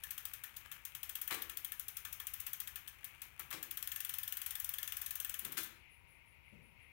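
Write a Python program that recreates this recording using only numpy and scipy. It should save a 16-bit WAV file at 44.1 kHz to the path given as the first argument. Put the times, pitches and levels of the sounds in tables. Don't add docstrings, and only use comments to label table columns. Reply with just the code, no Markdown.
import sys
import numpy as np
from scipy import signal
from scipy.fft import rfft, irfft
from scipy.io import wavfile
from scipy.ndimage import uniform_filter1d

SR = 44100
rng = np.random.default_rng(int(sys.argv[2]) if len(sys.argv) > 2 else 0)


def pcm_store(signal):
    levels = np.round(np.clip(np.atleast_2d(signal), -1, 1) * 32767)
    wavfile.write(sys.argv[1], SR, levels.astype(np.int16).T)


N = 305163
TIME = np.arange(N) / SR

# t/s, speed/(ratchet teeth per second)
OVERRUN_SPEED = [(0.0, 14.24), (0.234, 13.59), (0.445, 8.37), (0.718, 5.84), (1.031, 13.26), (1.032, 16.4),
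                 (1.281, 16.27), (1.347, 13.01), (1.739, 13.62), (1.857, 10.98), (2.402, 15.82),
                 (2.673, 13.42), (2.89, 5.98), (3.375, 5.51), (3.43, 10.21), (3.553, 6.82), (3.899, 23.43),
                 (4.182, 21.52), (4.509, 21.82), (5.339, 21.39), (5.595, 8.13), (5.7, 0.0)]
# f/Hz, level/dB
TICK_COLOUR = [(300, -42.5), (800, -31.5), (1300, -11), (2200, -11), (3450, -3), (4700, -17.5), (6300, -10),
               (7300, -12.5), (8100, -1), (8900, -9), (10000, -1.5), (11700, -4.5), (12500, 0),
               (14600, 4.5), (15800, 0)]
# f/Hz, level/dB
RING_COLOUR = [(300, -43), (750, -17.5), (1250, -7), (1750, 0.5), (2100, -2.5), (3200, 0.5), (4600, -11),
               (6400, -2.5), (7300, -7.5), (8100, -6), (8900, -5), (11700, -0.5), (12350, 3), (13200, 4.5),
               (15500, 2.5)]
# f/Hz, level/dB
LATE_COLOUR = [(400, -23.5), (1300, 0.0), (3000, -4.0), (5000, -17.5)]
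# f/Hz, level/dB
CHAIN_COLOUR = [(600, -15.5), (1200, 2), (1750, 3), (3000, 2), (4700, -13.5), (14000, -8)]
# t/s, level/dB
CHAIN_LEVEL = [(0, -58), (1.3, -62.5), (2.6, -61.5), (3.3, -61.5), (4.2, -69), (5.5, -59), (5.68, -55),
               (5.85, -84)]
# f/Hz, level/dB
RUMBLE_COLOUR = [(22, -26.5), (45, -1), (70, 1.5), (145, -7), (200, -22.5), (400, -28), (1400, -22.5),
                 (3500, -34.5), (7000, -43)]
# f/Hz, level/dB
CRICKET_COLOUR = [(1600, -24), (2150, -3.5), (2500, -4), (2900, -11.5), (3400, -23.5), (7000, -55)]
# f/Hz, level/dB
CHIRP_COLOUR = [(9100, -42.5), (9550, -14), (10050, -9), (10500, -23), (16000, -34)]
# t/s, level before colouring/dB, climb before landing/ms,
# time between links/ms, brightness/dB, thud relative to blow/dB, thud pitch f/Hz
SHIFTS = [(1.309, -32.5, 2.97, 11, -5.5, -6.5, 376), (3.394, -48.5, 4, 4, -19, -7.5, 200),
          (3.528, -38, 18, 4.4, -4.5, -2, 336), (5.571, -31, 0.87, 6, 0.5, -16, 332)]
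# t/s, level before colouring and mixing/dB
KNOCKS = [(5.421, -51), (5.451, -45), (5.51, -48)]
# f/Hz, level/dB
CLANK_COLOUR = [(200, -32), (800, -7.5), (1200, 1.5), (3400, 0.5), (5000, -6), (14000, -1)]
# f/Hz, level/dB
SPROCKET_TONES = [(393, -9.5), (543, -3), (1178, -2), (1298, -5), (1421, -9), (1940, -5.5), (2735, -5),
                  (3016, -7), (3570, -3.5), (4030, 3)]
# f/Hz, level/dB
BUMP_COLOUR = [(70, -8), (150, 4.0), (220, 1.5), (320, -11.5), (560, -7), (900, -43), (3000, -41)]
# f/Hz, level/dB
RIGHT_COLOUR = [(100, 2.5), (1000, -3), (2500, -14), (5000, -2), (8000, -0.5), (14000, 2.0)]
# f/Hz, level/dB
HISS_COLOUR = [(20, -13), (90, 3.5), (1000, -8), (4500, -18.5), (8200, -29), (10500, -17), (15500, -14)]

USUAL_TEETH_PER_S = 16
TICK_DB, TICK_DB_PER_DOUBLING, TICK_SCATTER_DB = -37.5, 2.07, 0.67
CLATTER_MS, CLATTER_EXPONENT, CLATTER_SCATTER = 3.93, 0.612, .22
HUM_DB, HUM_DB_PER_TOOTH_PER_S = -8.5, 0.92
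CHIRP_RATE, CHIRP_START_S = 5.55, 5.883
LINK_STEP_DB, LINK_RATTLE_MS, THUD_DELAY_MS = -3, 9.1, 7.1
CLIMB_DB, CLIMB_BRIGHT_DB = -8.5, -17
KNOCK_MS, KNOCK_RATTLE_DB, KNOCK_BRIGHT_DB, KNOCK_HZ = 36, -2.5, -11, 268
SPROCKET_T60_S = .17
TOP_HZ = 15750


def undb(db):
    return 10 ** (np.asarray(db) / 20)


def unit(x):
    return x / np.sqrt(np.mean(x ** 2))


def unit_energy(x):
    return x / np.sqrt(np.sum(x ** 2))


def through(x, response):
    return signal.fftconvolve(x, response)[:len(x)]


def colour(x, points, size=4096):
    hz, db = np.transpose(points)
    bins = np.maximum(np.fft.rfftfreq(size, 1 / SR), 1)
    curve_db = np.interp(np.log(bins), np.log(hz), db)
    cepstrum = irfft(np.log(undb(curve_db)))
    cepstrum[1:size // 2] *= 2
    cepstrum[size // 2 + 1:] = 0
    response = irfft(np.exp(rfft(cepstrum)))
    return through(x, unit_energy(response))


def tilt(x, db):
    return colour(x, [(1800, -db / 2), (7000, db / 2)])


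def noise(points):
    return unit(colour(rng.standard_normal(N), points))


def narrow(hz, width_hz):
    ring = np.exp(-np.pi * width_hz * TIME) * np.sin(2 * np.pi * hz * TIME)
    return unit(through(rng.standard_normal(N), ring))


def walk(rate):
    hold = int(SR / rate)
    steps = np.repeat(rng.standard_normal(N // hold + 1), hold)
    return uniform_filter1d(steps, hold)[:N]


def add(track, s, sound):
    start = max(int(s * SR), 0)
    track[start:start + len(sound)] += sound[:N - start]


def burst(envelope, db):
    chatter = unit_energy(envelope * rng.standard_normal(len(envelope)))
    return chatter * undb(db) * np.sqrt(.012 * SR)


def fade(t60, build_s=.002):
    t = TIME[:SR]
    decay = np.exp(-np.log(1000) * t / t60)
    return unit_energy(decay * (1 - np.exp(-t / build_s)))


def scatter(x, envelope):
    power = np.abs(through(x ** 2, envelope ** 2))
    return rng.standard_normal(N) * np.sqrt(power)


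def garage(x, t60_mid=0.54, t60_top=0.29, build_s=0.0061):
    response = 0
    for kind, t60 in (("low", t60_mid), ("high", t60_top)):
        split = signal.butter(2, 4000, kind, fs=SR, output="sos")
        band = signal.sosfilt(split, rng.standard_normal(SR))
        response = response + band * fade(t60, build_s)
    return through(x, unit_energy(response))


def overrun():
    return np.interp(TIME, *np.transpose(OVERRUN_SPEED))


def tick_times():
    speed = overrun()
    teeth = np.floor(.5 + np.cumsum(speed) / SR)
    drops = np.flatnonzero(np.diff(teeth) > 0)
    return TIME[drops], speed[drops]


def hub_shell(x, hz=1745, t60=0.11):
    ring = fade(t60, 1 / SR) * np.sin(2 * np.pi * hz * TIME[:SR])
    return through(x, unit_energy(ring))


def freehub(ring_ms=1.34, rise_ms=0.13, uneven_db=3.0, uneven_tilt_db=4.0, count=4):
    ms = TIME[:SR // 30] * 1000
    snaps = np.zeros(N)
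    for s, speed in zip(*tick_times()):
        lag, force, (bright, hard, slow, *_) = rng.standard_normal((3, count))
        pace = speed / USUAL_TEETH_PER_S
        db = TICK_DB + TICK_DB_PER_DOUBLING * np.log2(pace) + TICK_SCATTER_DB * hard
        length_ms = CLATTER_MS / pace ** CLATTER_EXPONENT * np.exp(CLATTER_SCATTER * slow)
        drops = length_ms * np.array([0, .36, .82, 2.3]) * np.exp(0.11 * lag)
        size = undb(np.array([-5.0, -1.0, -3.0, -17.0]) + uneven_db * force)
        age = np.maximum(ms - drops[:, None], 0)
        pawls = (1 - np.exp(-age / rise_ms)) * np.exp(-age / ring_ms) * size[:, None]
        envelope = np.linalg.norm(pawls, axis=0)
        add(snaps, s, tilt(burst(envelope, db), uneven_tilt_db * bright))
    ring = undb(-8.5) * scatter(snaps, fade(0.047, 0.00036))
    ring += undb(-5.0) * scatter(snaps, fade(0.3, 0.0027))
    ring += undb(-8.5) * garage(snaps, 0.047, 0.022, 0.00055)
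    ring += undb(-5.5) * garage(snaps, 0.4, 0.18, 0.0018)
    late = colour(scatter(snaps, fade(0.23, 0.029)), LATE_COLOUR)
    close = undb(1.87) * colour(snaps, TICK_COLOUR)
    return close + colour(ring, RING_COLOUR) + undb(-17.0) * late + undb(-20) * hub_shell(snaps)


def chain(grain_db=7.5):
    clicks = rng.standard_normal(N) * undb(grain_db * walk(350) + 1.6 * walk(25))
    run = unit(colour(clicks, CHAIN_COLOUR)) + undb(-13.5) * unit(hub_shell(clicks))
    run = unit(run + undb(-5) * garage(run))
    hum_db = HUM_DB + HUM_DB_PER_TOOTH_PER_S * (overrun() - USUAL_TEETH_PER_S)
    hum = undb(hum_db) * narrow(74.4, 26)
    level_db = np.interp(TIME, *np.transpose(CHAIN_LEVEL))
    return (run + hum) * undb(level_db)


def surroundings(chirp_peak=0.27):
    rumble = noise(RUMBLE_COLOUR) * undb(-65.0 + 1.75 * walk(9.8))
    whine = undb(-76.5) * narrow(940, 49)
    chorus = noise(CRICKET_COLOUR) * undb(-62.5 + 2.1 * walk(18))
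    cycle = (CHIRP_RATE * (TIME - CHIRP_START_S)) % 1 / chirp_peak
    pulse = unit(cycle ** 2 * np.exp(-2 * cycle))
    chirp = noise(CHIRP_COLOUR) * undb(-76 + 5.0 * walk(3.8))
    return rumble + whine + chorus + chirp * pulse


def rattle(envelope, db, bright_db, grain_db=5.0):
    grain = undb(grain_db * walk(900)[:len(envelope)])
    return tilt(burst(envelope * grain, db), bright_db)


def thud(envelope, db, hz):
    hump = [(hz / 4, -12), (hz / 2, -3), (hz, 0), (hz * 2, -9), (hz * 4, -20), (hz * 8, -42)]
    return colour(burst(envelope, db), hump)


def sprockets(x):
    modes = 0
    for hz, db in SPROCKET_TONES:
        modes = modes + undb(db) * np.sin(2 * np.pi * (hz * TIME[:SR] + rng.random()))
    return through(x, unit_energy(modes * fade(SPROCKET_T60_S, 1 / SR)))


def gear_changes(thud_ms=26, count=4):
    ms = TIME[:SR // 4] * 1000
    link_envelope, knock_envelope = np.exp(-ms / LINK_RATTLE_MS), np.exp(-ms / KNOCK_MS)
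    blows, thuds = np.zeros((2, N))
    for s, db, climb_ms, gap_ms, bright_db, thud_db, thud_hz in SHIFTS:
        scrape = rattle(ms < climb_ms, db + CLIMB_DB, CLIMB_BRIGHT_DB)
        add(blows, s - climb_ms / 1000, np.sqrt(climb_ms / LINK_RATTLE_MS) * scrape)
        for link in range(count):
            landing = rattle(link_envelope, db + link * LINK_STEP_DB, bright_db)
            add(blows, s + link * gap_ms / 1000, landing)
        add(thuds, s + THUD_DELAY_MS / 1000, thud(np.exp(-ms / thud_ms), db + thud_db, thud_hz))
    for s, db in KNOCKS:
        add(thuds, s, thud(knock_envelope, db, KNOCK_HZ))
        add(blows, s, rattle(knock_envelope, db + KNOCK_RATTLE_DB, KNOCK_BRIGHT_DB))
    metal = undb(-1.5) * colour(blows, CLANK_COLOUR) + undb(-19.5) * sprockets(blows)
    frame = undb(-8.0) * thuds + undb(-7.5) * garage(thuds, 0.63, .2)
    return metal + undb(-2.5) * garage(metal) + frame


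def bump(s=6.525, db=-49.0, fade_s=0.1):
    knock = np.zeros(N)
    add(knock, s, burst(np.exp(-TIME[:SR // 2] / fade_s), db))
    return colour(knock, BUMP_COLOUR)


def scene():
    left = freehub() + chain() + surroundings() + gear_changes() + bump()
    share = undb(-30) * colour(left, RIGHT_COLOUR)
    right = garage(share, 0.027, .03, 0.00028) + undb(-4.5) * garage(share, 0.28, 0.16, 0.0013)
    left_hiss, right_hiss = undb(-74) * noise(HISS_COLOUR), undb(-74.5) * noise(HISS_COLOUR)
    return np.array([left + left_hiss, right + right_hiss])


def record(dry):
    low_pass = signal.ellip(10, .2, 70, TOP_HZ, fs=SR, output="sos")
    return signal.sosfilt(low_pass, dry)


dry = scene()
out = record(dry)
pcm_store(out)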